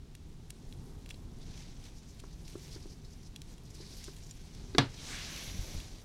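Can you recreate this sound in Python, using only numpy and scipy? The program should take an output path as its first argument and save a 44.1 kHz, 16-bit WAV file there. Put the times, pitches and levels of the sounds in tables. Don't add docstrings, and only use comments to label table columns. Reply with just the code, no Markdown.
import sys
import numpy as np
from scipy import signal
from scipy.fft import rfft, irfft
from scipy.io import wavfile
from scipy.ndimage import map_coordinates

SR = 44100
rng = np.random.default_rng(int(sys.argv[2]) if len(sys.argv) > 2 else 0)


def log_audio(samples):
    frames = np.atleast_2d(samples).T
    limited = np.clip(frames, -1, 1)
    pcm = np.round(limited * 32767).astype(np.int16)
    wavfile.write(sys.argv[1], SR, pcm)


N = 266364

# freq_hz, level_db
RUMBLE_SPECTRUM = [(12, -13), (20, 1), (43, -1.5), (123, -8), (156, -5.5), (189, -14.5), (248, -14.5),
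                   (344, -20.5), (394, -19.5), (536, -30), (615, -33), (659, -31), (730, -30),
                   (1200, -36.5), (1560, -41.5), (2640, -120)]
# freq_hz, level_db
HISS_SPECTRUM = [(500, -54), (1500, -1), (1900, 1.5), (2230, -0.5), (2700, 0), (3800, 2), (4800, -1),
                 (5800, 0), (7800, -7), (9300, -8.5), (13000, -16.5), (16000, -17)]

# fastest_s, level_db, speeding_up_s, slowing_down_s, crisp_rubbing_db (relative to level_db)
ARM_MOVES = [(.85, -70, 0.67, 1, -2), (1.57, -57.5, 0.16, 0.21, -19), (1.855, -58.5, 0.05, 0.062, -11),
             (2.15, -65, 0.5, 0.33, -10), (2.51, -60, 0.063, 0.015, -5), (2.68, -58.5, 0.3, 0.21, -7),
             (3.15, -66.5, 0.36, 0.41, -8), (3.5, -62.5, 0.041, 0.06, -5), (3.96, -58.5, 0.31, 0.36, -6.5),
             (4.3, -63, 0.061, 0.2, -7), (4.62, -60, 0.28, 0.55, -12), (5.12, -47, 0.16, 0.19, -14),
             (5.37, -48, 0.28, 0.3, -18), (5.74, -51, 0.21, 0.19, -15), (5.96, -62, 0.17, 0.16, -6)]
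# freq_hz, level_db
SLEEVE_SPECTRUM = [(500, -3), (1400, -8.5), (1850, -7.5), (2220, -3), (2650, -5), (4200, -1), (5200, -2.5),
                   (5900, 0), (7000, -7), (8300, -12), (11000, -20), (16000, -37)]
CRISP_SPECTRUM = [(4000, -7), (7000, 5), (8800, 3), (9800, 2.5), (11000, 0), (13000, -2), (14500, -5),
                  (16000, -16)]
FOLDS_SPECTRUM = [(300, 2), (650, -24), (1100, -4), (1900, -1.5), (2700, -0.5), (3500, -2), (5000, -14),
                  (9000, -37)]

# peak_s, level_db, pitch_hz, half_width_s
FOLD_SCUFFS = [(4.995, -55.5, 3500, 0.027), (5.095, -52.5, 6550, 0.065), (5.142, -48.5, 1850, 0.035),
               (5.195, -51, 2750, 0.032), (5.245, -49.5, 4830, 0.039), (5.39, -51.5, 2570, 0.053),
               (5.492, -51.5, 3120, .022)]
# fastest_s, level_db, speeding_up_s, slowing_down_s
TAUT_SWISHES = [(5.42, -52.5, 0.19, 0.17), (5.73, -55.5, 0.14, 0.094)]
# freq_hz, level_db
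TAUT_SPECTRUM = [(1500, -27), (2200, -8), (2700, -22), (3900, -4), (4800, -19), (5900, 1.5), (7000, -9),
                 (9000, -22), (10200, -12), (11000, -7.5), (11800, -11), (12400, -12.5), (13500, -18),
                 (14400, -15), (16000, -26)]
# multiple_of_pitch, level_db
FOLD_RESONANCE = [(.3, -32), (.65, -12), (.85, -3), (1, -3), (1.18, -2.5), (1.5, -15), (3, -47)]

# freq_hz, level_db
SOLE_SPECTRUM = [(150, -10), (290, 6), (420, 0), (600, 2.5), (950, -9), (1400, -23), (5000, -35)]
# start_s, level_db, pitch_hz, t60_s
WEIGHT_SHIFTS = [(5.477, -36, 44.3, 0.19), (5.545, -36, 86, 0.21), (5.591, -27.5, 40.5, 0.16),
                 (5.75, -31, 71.4, 0.036), (5.765, -30.5, 38, 0.17)]

# peak_s, level_db, pitch_hz, half_width_s
FINGER_SLIPS = [(1.425, -59.5, 4250, 0.014), (1.6, -63, 5770, 0.051), (1.98, -60.5, 5630, 0.022),
                (2.096, -61, 6100, 0.023), (2.333, -59.5, 5100, 0.007), (2.453, -59, 4800, 0.0076),
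                (2.478, -59, 5000, 0.014), (2.631, -58, 5700, .008), (2.64, -74, 12500, .08),
                (2.735, -69, 9500, .02), (2.718, -52, 4900, 0.0067), (2.745, -53, 5100, 0.024),
                (2.825, -62.5, 5030, 0.03), (2.916, -59, 5270, 0.028), (3.128, -61, 5360, 0.023),
                (3.237, -59, 5700, .006), (3.264, -58.5, 5200, 0.015), (3.657, -60.5, 5900, .007),
                (3.709, -57, 6170, 0.006), (3.749, -54, 6260, 0.0062), (3.838, -59, 2100, 0.011),
                (3.94, -57, 4900, 0.27), (3.98, -64, 11000, 0.036), (4.05, -51.5, 5600, 0.01),
                (4.24, -57, 6000, 0.012), (4.266, -55.5, 6000, 0.0063)]
# multiple_of_pitch, level_db
FINGER_RESONANCE = [(.3, -28), (.65, -13.5), (.85, -2.5), (1, -1), (1.18, -3.5), (1.45, -13.5),
                    (2.2, -19), (3, -45)]

# start_s, level_db, plastic_rattle_db
HAND_BUMPS = [(2.2376, -45, 5), (2.5547, -33.5, -9), (2.761, -39.5, -3), (2.8570, -40, -20),
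              (3.8030, -43.5, -9), (4.081, -38.5, 0.5), (4.749, -28, -3.5)]
# freq_hz, level_db
RATTLE_SPECTRUM = [(300, -3), (700, -1), (1400, 2.5), (2500, -18), (5000, -15), (12000, -33)]

# freq_hz, level_db, t60_s
HELD_MODES = [(278, -32, .08), (392, -26, 0.055), (760, -42, 0.034), (1560, -42, .03), (2020, -40.5, .03),
              (2600, -46, .02), (3800, -38, .022), (4400, -37, 0.013), (4900, -45, .012)]
# start_s, board_blow_db, casing_blow_db, contact_ms
LANDING_BLOWS = [(4.7823, 4.3, -3.8, 0.09), (4.78315, -23.4, 8.5, 0.1), (4.78597, -10, 1.5, 0.43),
                 (4.7894, -18, -7.9, 0.13), (4.79245, -25.0, -10.2, 0.13)]
# freq_hz, level_db, t60_s
BOARD_MODES = [(97, -32.8, 0.23), (125.7, -25.5, 0.26), (149, -20.5, 0.1), (226.7, -34, 0.19),
               (276, -27, 0.15), (418, -15, 0.022), (486, -38, 0.095)]
# freq_hz, level_db, t60_s
CASING_MODES = [(586.5, -39, 0.17), (730, -27, 0.042), (845, -28.5, 0.06), (937, -46, 0.13),
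                (1161, -30.5, 0.059), (1215, -37, 0.043), (1595, -38, 0.068), (1700, -30.5, 0.058),
                (2121, -36.5, 0.068), (2316, -32.5, 0.043), (2460, -37.5, 0.046), (2750, -35.5, 0.034),
                (3030, -35.2, 0.028), (3397, -29.5, 0.053), (3550, -12.4, 0.0066), (3780, -29.5, 0.055),
                (3900, -24, 0.019), (4013, -26.5, 0.036), (4190, -28.9, 0.034), (4540, -30.2, 0.013),
                (5000, -30, 0.0087), (5540, -27, 0.011), (5910, -31.5, 0.029), (6229, -36, 0.01)]
# freq_hz, level_db
CRACK_SPECTRUM = [(150, -3), (560, -10), (1100, -1), (1600, -4), (3000, 0), (4500, -0.5), (6200, -2.5),
                  (7500, -8), (9300, -6.5), (12000, -23.5), (16000, -27)]
WASH_SPECTRUM = [(100, 6.5), (400, 6), (700, -2.5), (1400, 0), (2500, -4), (4300, -2), (6500, -16),
                 (10000, -26), (16000, -42)]

# start_s, level_db, strongest_ring_hz, t60_s (at that pitch), sharp_edge_db, scrape_before_snap_s
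PLASTIC_CLICKS = [(0.1515, -47, 2900, 0.014, -6, .0006), (0.505, -42.5, 9050, 0.011, -1, 0.0031),
                  (0.7258, -48, 3580, 0.01, -19, .0003), (1.061, -49.5, 3000, 0.0076, -17, .0002),
                  (1.0912, -49, 3220, 0.014, -6, .0008), (1.103, -47, 5800, 0.016, -7, 0.005),
                  (1.1072, -41.5, 2660, 0.009, -33, .0012), (1.1095, -49, 2880, .028, -18, .001),
                  (1.111, -47, 3000, .014, -22, .0008), (1.143, -50.5, 4200, .024, -22, .002),
                  (1.576, -53, 3300, .012, -14, .001), (1.84, -53, 5500, .02, -5, .001),
                  (2.2018, -50.5, 6000, 0.018, 6, 0.007), (2.48, -50, 5200, 0.013, 1, .001),
                  (3.048, -51.5, 4660, 0.065, -25, .0002), (3.3613, -42.5, 3330, 0.017, -11, 0.00011),
                  (3.4183, -45.5, 4870, 0.01, -2, .0003), (3.581, -56.5, 3020, 0.023, -7, .001),
                  (4.041, -43.5, 6560, 0.037, 0, 0.0004), (4.1653, -50, 3320, 0.033, -4, .003),
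                  (4.3103, -42, 6600, 0.031, -16, .0003), (4.55, -55, 3540, .012, -4, .0005),
                  (5.362, -42, 4150, .022, -5, .002), (5.802, -45, 3000, 0.018, -22, 0.0011)]
# freq_hz, level_db
SHELL_MODES = [(1300, -15.5), (1900, -5), (2480, -13), (2780, -3.5), (3320, -0.5), (3950, 2.5), (4330, 2),
               (5220, 3), (5850, 5), (7050, 7.5), (8400, 3.5), (9000, 1), (10200, 2.5), (11200, -3),
               (12400, -13), (15300, -16)]
# freq_hz, level_db
EDGE_SPECTRUM = [(500, -26), (1300, -10), (2800, 6.5), (6000, 3), (9000, 2.5), (12000, -7), (16000, -22)]

SWELL_SHAPE = 1.6
SMOOTH_DB = -54
TOP_HZ = 15850


def undb(db):
    return 10 ** (np.asarray(db) / 20)


def noise(colour, x=None):
    x = rng.standard_normal(N) if x is None else x
    hz, db = np.transpose(colour)
    freqs = np.maximum(np.fft.rfftfreq(len(x), 1 / SR), 1)
    gain = undb(np.interp(np.log(freqs), np.log(hz), db))
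    y = irfft(rfft(x) * gain, len(x))
    return y / y.std()


def burst(colour, t):
    return noise(colour, rng.standard_normal(len(t)))


def fade(t, t60):
    return np.exp(-np.log(1000) * t / t60)


def ring(t, hz, t60):
    return np.sin(2 * np.pi * hz * t) * fade(t, t60)


def walk(rate):
    knots = np.arange(N) / SR * rate
    return np.interp(knots, np.arange(N), rng.standard_normal(N))


def seconds(size):
    return np.arange(size) / SR


def add(out, start, x):
    i = int(start * SR)
    out[i:i + len(x)] += x[:N - i]


def swell(peak, rise, fall):
    dt = np.arange(N) / SR - peak
    return np.exp(-np.abs(dt / np.where(dt < 0, rise, fall)) ** SWELL_SHAPE)


def rub(colour, grain_db, flutter_db, patchy_db=1.8):
    grains = rng.standard_normal(N) * undb(grain_db * walk(2500) + flutter_db * walk(70))
    edges_hz = [100, 1500, 2400, 3600, 5200, 7500, 11000, 17000]
    patchy = np.zeros(N)
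    for band_hz in zip(edges_hz, edges_hz[1:]):
        bandpass = signal.butter(4, band_hz, "bandpass", fs=SR, output="sos")
        patchy += signal.sosfiltfilt(bandpass, grains) * undb(patchy_db * walk(35))
    return noise(colour, patchy)


def scratches(rows, colour, grain_db, flutter_db, glide):
    out, t = np.zeros(N), seconds(size=16384)
    dt = t - t[-1] / 2
    grains = rng.standard_normal(N) * undb(grain_db * walk(2800) + flutter_db * walk(200))
    for peak, db, hz, half_width in rows:
        i = int((peak + dt[0]) * SR)
        resonance = [(hz * ratio, d) for ratio, d in colour]
        slip = noise(resonance, grains[i:i + len(t)])
        slip = map_coordinates(slip, [np.cumsum(2 ** (glide * dt))], mode="mirror")
        add(out, peak + dt[0], undb(db) * slip * np.exp(-(dt / half_width) ** 2))
    return out


def outdoors(rumble_db=-47.5, hiss_db=-69, waver_db=-1.7):
    rumble = noise(RUMBLE_SPECTRUM) * undb(rumble_db + waver_db * walk(3.66))
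    return rumble + undb(hiss_db) * noise(HISS_SPECTRUM)


def cloth(colour, even):
    grainy = rub(colour, grain_db=4, flutter_db=2.0)
    return np.sqrt(1 - even) * grainy + np.sqrt(even) * noise(colour)


def sleeves(folds_db=-49.5):
    body_power = crisp_power = 0
    for peak, db, rise, fall, crisp_db in ARM_MOVES:
        power = (undb(db) * swell(peak, rise, fall)) ** 2
        body_power = body_power + power
        crisp_power = crisp_power + power * undb(crisp_db) ** 2
    even = 1 / (1 + undb(SMOOTH_DB) ** 2 / (body_power + 1e-18))
    body = np.sqrt(body_power) * cloth(SLEEVE_SPECTRUM, even)
    crisp = np.sqrt(crisp_power) * cloth(CRISP_SPECTRUM, even)
    slide = undb(folds_db) * swell(peak=5.14, rise=0.095, fall=0.35)
    return body + crisp + slide * rub(FOLDS_SPECTRUM, grain_db=1.0, flutter_db=0.5)


def jacket():
    scuffs = scratches(FOLD_SCUFFS, FOLD_RESONANCE, grain_db=2.0, flutter_db=0.5, glide=2.5)
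    pull = sum(undb(db) * swell(peak, rise, fall) for peak, db, rise, fall in TAUT_SWISHES)
    return scuffs + pull * rub(TAUT_SPECTRUM, grain_db=1.0, flutter_db=1.8)


def shoe(level_db=-60):
    drag = undb(level_db) * swell(peak=5.63, rise=0.13, fall=0.33)
    return drag * rub(SOLE_SPECTRUM, grain_db=0.0, flutter_db=1.0)


def steps(overtone=2.12, overtone_db=-5):
    out, t = np.zeros(N), seconds(size=16384)
    for start, db, hz, t60 in WEIGHT_SHIFTS:
        thud = ring(t, hz, t60) + undb(overtone_db) * ring(t, hz * overtone, t60)
        add(out, start, -undb(db) * thud)
    return out


def fingers():
    return scratches(FINGER_SLIPS, FINGER_RESONANCE, grain_db=1.5, flutter_db=2.5, glide=.3)


def crackle(from_s=1.2, to_s=4.5, per_s=22, level_db=-62, spread_db=3, hz=5800, t60=0.004):
    out, t = np.zeros(N), seconds(size=1024)
    span_s = to_s - from_s
    for when, size, pitch in rng.random((int(per_s * span_s), 3)):
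        centre = hz * 2 ** (1.5 * (pitch - .5))
        tick = burst([(centre / 4, -25), (centre, 0), (centre * 2, -28)], t) * fade(t, t60)
        extra_db = spread_db * min(-np.log(1 - size), 3)
        add(out, from_s + when * span_s, undb(level_db + extra_db) * tick)
    return out


def bumps(rattle_db=-11, rattle_t60=0.053):
    out, t = np.zeros(N), seconds(size=8192)
    body = 0.6 * ring(t, 346, 0.074) + 0.44 * ring(t, 388, 0.097)
    for start, db, loose_db in HAND_BUMPS:
        rattle = burst(RATTLE_SPECTRUM, t) * fade(t, rattle_t60)
        add(out, start, undb(db) * (body + undb(loose_db + rattle_db) * rattle))
    return out


def modes(table, t):
    return sum((-1) ** k * undb(db) * ring(t, hz, t60) for k, (hz, db, t60) in enumerate(table))


def touch(at_s=4.7488, grit_db=-47, grit_t60=0.04):
    out, t = np.zeros(N), seconds(size=8192)
    grit = undb(grit_db) * burst(WASH_SPECTRUM, t) * fade(t, grit_t60)
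    add(out, at_s, modes(HELD_MODES, t) + grit)
    return out


def landing(casing_rise_s=0.00021, crack_db=-22.0, crack_t60=0.013,
            wash_db=-34.5, wash_t60=0.22, wash_rise_s=0.0042):
    out, t = np.zeros(N), seconds(size=16384)
    board = modes(BOARD_MODES, t)
    casing = sum(undb(db) * ring(t, hz, t60) for hz, db, t60 in CASING_MODES)
    casing = casing * (1 - np.exp(-t / casing_rise_s))
    for start, board_db, casing_db, contact_ms in LANDING_BLOWS:
        crack = undb(crack_db) * burst(CRACK_SPECTRUM, t) * fade(t, crack_t60)
        wash = undb(wash_db) * burst(WASH_SPECTRUM, t) * fade(t, wash_t60)
        wash *= 1 - np.exp(-t / wash_rise_s)
        blow = undb(board_db) * board + undb(casing_db) * (casing + crack + wash)
        push = np.exp(-np.pi * t / (contact_ms / 1000))
        add(out, start, signal.fftconvolve(blow, push / push.sum()))
    return out


def struck_shell(t, strongest_hz, t60, sharp_db, focus_oct=0.27, radiates_hz=1800):
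    shell = np.zeros(len(t))
    for hz, db in SHELL_MODES:
        favour = np.exp(-(np.log2(hz / strongest_hz) / focus_oct) ** 2) + undb(sharp_db)
        detuned_hz = hz * (1 + 0.0099 * rng.standard_normal())
        shell += undb(db) * favour * ring(t, detuned_hz, t60 * np.sqrt(strongest_hz / hz))
    shell = signal.sosfilt(signal.butter(3, radiates_hz, "highpass", fs=SR, output="sos"), shell)
    return shell / np.sqrt(np.sum(shell ** 2) / (.002 * SR))


def clicks(edge_t60=0.015, edge_db=-5.0, scrape_db=-5, wash_db=-28, wash_t60=0.58):
    out, t = np.zeros(N), seconds(size=4096)
    for start, db, hz, t60, sharp_db, scrape_s in PLASTIC_CLICKS:
        shell = struck_shell(t, hz, t60, sharp_db)
        grit = burst(EDGE_SPECTRUM, t)
        edge = undb(edge_db + sharp_db / 5) * fade(t, edge_t60)
        wash = undb(wash_db) * fade(t, wash_t60)
        add(out, start, undb(db) * (shell + grit * (edge + wash)))
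        scrape = grit * np.exp(-t[::-1] / scrape_s)
        add(out, start - len(t) / SR, undb(db + scrape_db + sharp_db / 2) * scrape)
    return out


def bounce(x, lag_s=0.00177, mirror_db=-16):
    mirrored = np.interp(np.arange(N) - lag_s * SR, np.arange(N), x)
    return (x + undb(mirror_db) * mirrored) / np.hypot(1, undb(mirror_db))


def scene():
    on_deck = shoe() + steps() + bumps() + touch() + landing()
    in_hands = bounce(fingers() + crackle() + clicks())
    return (outdoors() + sleeves() + jacket() + on_deck + in_hands)[None]


def record(dry):
    return signal.sosfilt(signal.ellip(10, .2, 80, TOP_HZ, fs=SR, output="sos"), dry)


dry = scene()
out = record(dry)
log_audio(out)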